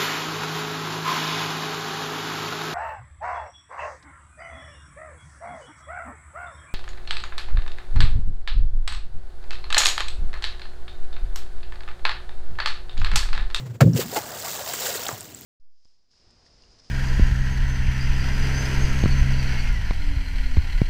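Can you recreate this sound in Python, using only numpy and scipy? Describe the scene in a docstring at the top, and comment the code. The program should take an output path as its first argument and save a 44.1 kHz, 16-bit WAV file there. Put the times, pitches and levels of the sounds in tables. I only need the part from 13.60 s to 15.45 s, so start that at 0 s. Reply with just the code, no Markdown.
"""First a pole scrapes on a small boat's hull, which drones faintly over the wash of a river. Then an
empty plastic can, dropped overboard, slaps the surface and booms as it is pushed under. The cavity
closes with a gulp, thrown water falls back, and the can bobs up, streaming and fizzing, until only
drips are left. Open air, one small microphone close to the splash, beside the boat's side."""
import sys
import numpy as np
from scipy import signal
from scipy.fft import rfft, irfft
from scipy.io import wavfile
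from scipy.ndimage import uniform_filter1d

SR = 44100
rng = np.random.default_rng(int(sys.argv[2]) if len(sys.argv) > 2 else 0)


def wrap_up_sound(samples):
    """Save the sound to the file named by the first command line argument, as 16-bit audio."""
    columns = np.atleast_2d(samples).T
    # keep every value between -1 and 1, then stretch to whole-number steps
    tamed = np.clip(columns, -1, 1)
    steps = np.round(tamed * 32767).astype(np.int16)
    wavfile.write(sys.argv[1], SR, steps)


N = 81585

# spectrum of the wash against the boat: f/Hz, level/dB
RIVER_SPECTRUM = [(25, -40), (55, 0.5), (110, 4), (220, -1), (400, -3.5), (1000, -44), (4000, -44),
                  (15500, -68)]
# rubs of the pole on the hull: t/s, drone level/dB, scrape level/dB
POLE_RUBS = [(0.003, -32, -36), (0.032, -30, -43), (0.068, -33, -37.5), (0.109, -28, -42),
             (0.152, -33.5, -40.5)]
# spectrum of the pole's scrape: f/Hz, level/dB
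SCRAPE_SPECTRUM = [(60, 6), (150, 13), (300, -6), (520, 2.5), (700, -9), (1700, -12), (3000, -17.5),
                   (7000, -21.5), (15500, -33)]
# strength of the churning water: t/s, level/dB
CHURN_LEVELS = [(.205, -64), (.33, -49), (.37, -44.5), (.45, -45), (.5, -50.5), (.53, -33.5), (.59, -30.5),
                (.615, -41.5), (.755, -36.5), (.81, -45), (.855, -33), (.91, -41.5), (1.0, -36),
                (1.045, -40.5), (1.08, -34), (1.17, -42.5), (1.25, -33.5), (1.29, -34.5), (1.33, -38.5),
                (1.43, -39), (1.5, -35), (1.57, -45), (1.63, -50.5), (1.85, -58.5)]
# tone of the churning bubbles: f/Hz, gain/dB
CHURN_RESPONSE = [(150, -24), (330, -10), (480, -6.5), (650, 2), (800, -2), (1150, -3), (1600, -2),
                  (2300, -15.5), (4000, -82)]
# strength of the spray: t/s, level/dB
SPRAY_LEVELS = [(.203, -67.5), (.21, -41), (.235, -45.5), (.32, -53), (.355, -39.5), (.372, -32),
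                (.396, -30), (.412, -25), (.445, -40), (.49, -39), (.545, -33), (.567, -25.5), (.61, -38),
                (.72, -38.5), (.87, -32.5), (.92, -31), (1.04, -36), (1.08, -31), (1.18, -32),
                (1.26, -26.5), (1.38, -32), (1.48, -34), (1.56, -40.5), (1.63, -42.5), (1.7, -46.5),
                (1.85, -47)]
# spectrum of droplets and mist: f/Hz, level/dB
SPRAY_SPECTRUM = [(500, -10.5), (1200, -5.5), (2000, 1), (3000, -6), (4700, 0.5), (7000, -1), (15500, -6)]
# clumps of droplets landing together: t/s, boost/dB
SPRAY_CLUMPS = [(0.368, 6), (0.376, 9), (0.414, 2), (0.86, 6.5), (1.136, 7), (1.205, 3.5), (1.353, 6.5)]
# large air pockets, single drops and one short knock of the can near 1.49 s: t/s, f/Hz, peak level/dB,
# decay/cycles, relative rise per decay
POCKETS_DRIPS_AND_KNOCK = [(0.2062, 750, -9.5, 0.43, 0.2), (0.2102, 1188, -14.5, 3.5, 0.21),
                           (.2205, 533, -7.5, 0.76, 0.05), (.333, 256, -22.5, 8.9, -.04),
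                           (0.3488, 127, -10.5, 1.7, 0.069), (.362, 501.5, -25.5, 8, -0.097),
                           (0.388, 378, -19.5, 3.6, -0.021), (.392, 501, -18, 3.96, -0.03),
                           (0.452, 216, -27.5, 3.4, 0.067), (.527, 438, -26, 3, -0.025),
                           (.559, 723, -21.5, 8.5, 0.092), (.563, 453, -22, 2, -0.016),
                           (.562, 2154, -29.5, 32, -0.037), (0.568, 870, -18.5, 10.3, -0.022),
                           (.574, 335, -24.5, 2.5, -0.012), (1.009, 618, -26, 3.3, -0.057),
                           (1.249, 527, -27, 3.5, 0.036), (1.286, 553, -27, 7.5, 0.0031),
                           (1.352, 437, -26.5, 4.3, -0.037), (1.4899, 1240, -14.5, 0.9, 0.2),
                           (1.526, 122, -29, 1.8, -0.059), (0.3339, 5380, -28, 11.5, 0.049),
                           (0.8012, 7300, -24, 6, 0.098), (1.203, 7150, -25.5, 15, -0.0098),
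                           (1.26, 4430, -19, 3.5, 0.074), (1.466, 2950, -19.5, 6.5, 0.42),
                           (1.485, 6160, -15.5, 5.1, 0.081), (1.6078, 7240, -20, 5.2, 0.31),
                           (1.747, 7270, -27.5, 11.5, 0.09), (1.811, 12400, -25, 2.7, 0.04)]
# slaps of water on water or on the can: t/s, level/dB, attack/s, decay/s
WATER_SLAPS = [(0.2054, -18.5, 0.00041, 0.0037), (0.208, -12.5, 0.0012, 0.0096), (0.36, -37, 0.0012, 0.011),
               (0.404, -28.5, 0.0093, 0.015), (0.5598, -24.5, 0.0089, 0.0041), (1.135, -27, 0.004, 0.0044),
               (1.353, -36, .002, 0.0065), (1.4891, -23.5, 0.00052, 0.0048), (1.514, -28, 0.00088, .003)]
# spectrum of a slap: f/Hz, level/dB
SLAP_SPECTRUM = [(100, -21), (250, -10), (600, -2.5), (900, -6.5), (1400, -7), (2300, -11.5), (3600, -19),
                 (7000, -23), (15500, -33)]
# modes of the hollow can: f/Hz, level/dB, t60/s
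CAN_MODES = [(118.4, -1, 0.23), (140.5, 3.5, 0.32), (169, -0.9, 0.23), (233, -4, 0.11), (285.7, -17.5, 0.3),
             (351, -10, 0.097), (499, -21, 0.205), (543, -10, 0.082)]
# blows of the water on the can: t/s, level/dB
CAN_BLOWS = [(0.2127, -10.5), (0.2201, -9), (0.245, -8.5), (0.262, -17.5), (0.2735, -15)]
# response of the microphone: f/Hz, gain/dB
MIC_RESPONSE = [(20, 0), (6300, -1.5), (7350, 3.5), (8800, -3.5), (10800, -5.5), (13000, 1), (15300, 9)]


def undb(db):
    """Decibels to gain."""
    return 10 ** (np.asarray(db) / 20)


def clock():
    """Time of every sample in seconds."""
    return np.arange(N) / SR


def curve(rows):
    """Gain over time from points of t/s, level/dB."""
    return undb(np.interp(clock(), *np.array(rows).T))


def burst(start_s, attack_s, decay_s):
    """Envelope with a straight rise and an exponential fall."""
    age = clock() - start_s
    return np.clip(age / attack_s, 0, 1) * np.exp(-np.maximum(age, 0) / decay_s)


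def colour(x, points):
    """Minimum-phase filter through points of f/Hz, gain/dB."""
    size = 2048
    hz, db = np.array(points, float).T
    bin_hz = np.arange(size + 1) * SR / (2 * size)
    gain = undb(np.interp(np.log(bin_hz + 1), np.log(hz), db))
    cepstrum = irfft(np.log(gain))
    cepstrum[1:size] *= 2
    cepstrum[size + 1:] = 0
    return signal.fftconvolve(x, irfft(np.exp(rfft(cepstrum))))[:N]


def unit(x):
    """Scale to rms 1."""
    return x / np.sqrt(np.mean(x ** 2))


def even(x):
    """Hold the slow level at rms 1 and keep the grain."""
    return x / np.sqrt(uniform_filter1d(x ** 2, size=2600) + 1e-12)


def noise(points):
    """Coloured noise of rms 1."""
    return unit(colour(rng.standard_normal(N), points))


def wander():
    """Random drift over a few hundredths of a second, rms 1."""
    smoothed = uniform_filter1d(rng.standard_normal(N), size=700, mode="wrap")
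    return unit(uniform_filter1d(smoothed, size=700, mode="wrap"))


def add(out, start_s, x):
    """Mix a sound in at its time."""
    i = int(np.clip(start_s * SR, 0, N - 1))
    out[i:i + len(x)] += x[:N - i]


def bubble(hz, cycles, rise):
    """A pocket of air swells, rings and glides in pitch; peak near 1."""
    decay_s = cycles / hz
    attack_s = 0.11 * decay_s
    t = np.arange(int(6 * decay_s * SR) + 2) / SR
    shape = np.exp(-t / decay_s) * (1 - np.exp(-t / attack_s))
    pitch = np.minimum(hz * (1 + rise * t / decay_s), SR / 2)
    return shape / shape.max() * np.sin(2 * np.pi * np.cumsum(pitch) / SR)


def swarm(count, low_hz, high_hz, cycles, rise, spread_db):
    """Bubbles of random size, strength and moment."""
    out = np.zeros(N)
    for (when, pitch, ring, glide), strength in zip(rng.random((count, 4)), rng.standard_normal(count)):
        hz = low_hz * (high_hz / low_hz) ** pitch
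        gain = undb(spread_db * strength) * np.sqrt(hz)
        add(out, when * N / SR, gain * bubble(hz, cycles * (0.5 + ring), 2 * rise * glide))
    return out


def river():
    """Low wash against the boat, stirred up by the splash and settling."""
    stirred = burst(start_s=0.22, attack_s=0.0078, decay_s=0.13)
    return even(noise(RIVER_SPECTRUM)) * (undb(-48) + undb(-27.5) * stirred)


def pole_on_hull(drone_hz=132.5, sag_hz_per_s=110, half_rub_s=0.016):
    """Each rub of the pole scrapes briefly and swells the hull's wavering, sinking drone."""
    t, out = clock(), np.zeros(N)
    hz = (drone_hz - sag_hz_per_s * t) * (1 + 0.024 * wander())
    drone = np.sqrt(2) * np.sin(2 * np.pi * np.cumsum(hz) / SR)
    scrape = noise(SCRAPE_SPECTRUM)
    for when, drone_db, scrape_db in POLE_RUBS:
        rub = np.exp(-((t - when) / half_rub_s) ** 2)
        out += rub * (undb(drone_db) * drone + undb(scrape_db) * scrape)
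    return out


def gurgle(peak_s=1.316, width_s=0.11):
    """Bubbles of nearly one size give a hollow gurgle while the can surfaces."""
    shape = np.exp(-((clock() - peak_s) / width_s) ** 2 / 2)
    bubbles = swarm(count=150, low_hz=425.3, high_hz=509.2, cycles=3.4, rise=0.013, spread_db=0.5)
    return undb(-42.5) * shape * even(bubbles)


def churn():
    """Mid-sized bubbles ring where the water folds over."""
    bubbles = swarm(count=3400, low_hz=364, high_hz=2640, cycles=4.45, rise=0.016, spread_db=3.5)
    return curve(CHURN_LEVELS) * even(colour(bubbles, CHURN_RESPONSE))


def spray(drop_count=4200, spread_db=5.5, tick_decay_s=0.0015, half_clump_s=0.0037):
    """Droplets tick on the surface, some in clumps, and leave tiny bubbles in a fine mist."""
    hits = np.zeros(N)
    hits[rng.integers(0, N, size=drop_count)] = undb(spread_db * rng.standard_normal(drop_count))
    tick_power = signal.lfilter([1], [1, -np.exp(-2 / (tick_decay_s * SR))], hits ** 2)
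    ticks = even(colour(np.sqrt(tick_power) * rng.standard_normal(N), SPRAY_SPECTRUM))
    fizz = even(swarm(count=3600, low_hz=2620, high_hz=8590, cycles=4.9, rise=0.0098, spread_db=4.5))
    mist = noise(SPRAY_SPECTRUM)
    clump_db = sum(db * np.exp(-((clock() - when) / half_clump_s) ** 2) for when, db in SPRAY_CLUMPS)
    shape = curve(SPRAY_LEVELS) * undb(clump_db)
    return shape * (undb(-2.5) * ticks + undb(-5.5) * fizz + undb(-14) * mist)


def gulps_drips_and_knock():
    """The clearest air pockets and drips, each ringing as one bubble, and a short knock of the can rung the
    same way."""
    out = np.zeros(N)
    for start, hz, db, cycles, rise in POCKETS_DRIPS_AND_KNOCK:
        add(out, start, undb(db) * bubble(hz, cycles, rise))
    return out


def cavity():
    """Air dragged under with the can tears into large bubbles and rumbles away."""
    bubbles = swarm(count=700, low_hz=187, high_hz=612, cycles=4.2, rise=0.034, spread_db=10)
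    return undb(-14) * burst(start_s=0.208, attack_s=0.013, decay_s=0.038) * even(bubbles)


def slaps():
    """Flat smacks: the can's entry, then sheets of water landing."""
    t, shape = clock(), np.zeros(N)
    for start, db, attack, decay in WATER_SLAPS:
        smack = np.minimum(t / attack, 1) * np.exp(-np.maximum(t - attack, 0) / decay)
        add(shape, start, undb(db) * smack)
    return shape * noise(SLAP_SPECTRUM)


def can(push_s=0.0028):
    """The water pushes on the can's walls and its hollow modes boom."""
    t, ring, out = clock(), np.zeros(N), np.zeros(N)
    for hz, db, t60 in CAN_MODES:
        ring += undb(db) * np.sin(2 * np.pi * hz * t) * undb(-60 * t / t60)
    for start, db in CAN_BLOWS:
        add(out, start, undb(db) * ring * (1 - np.exp(-t / push_s)))
    return out


def off_boat_side(direct, delay_s=0.0042, echo_db=-15.5):
    """Direct sound plus one short reflection off the boat's side, at the same overall level."""
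    late, gain = np.zeros(N), undb(echo_db)
    add(late, delay_s, direct)
    return (direct + gain * late) / np.hypot(1, gain)


def scene():
    """Mono, from beside the boat: everything is close and in the open air."""
    water = off_boat_side(spray() + churn() + gurgle())
    splash = can() + slaps() + cavity() + gulps_drips_and_knock() + water
    return (splash + pole_on_hull() + river())[None]


def record(dry, low_cut_hz=72.4, top_hz=15550, ceiling=2.7):
    """A small microphone, thin in the bass and peaky on top; it rounds peaks and cuts the highest air."""
    low_cut = signal.butter(3, low_cut_hz, "high", fs=SR, output="sos")
    top_cut = signal.ellip(10, 0.2, 80, top_hz, fs=SR, output="sos")
    heard = signal.sosfilt(low_cut, colour(dry[0], MIC_RESPONSE))[None]
    rounded = heard / (1 + (heard / ceiling) ** 6) ** (1 / 6)
    return signal.sosfilt(top_cut, rounded)


dry = scene()
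out = record(dry)
wrap_up_sound(out)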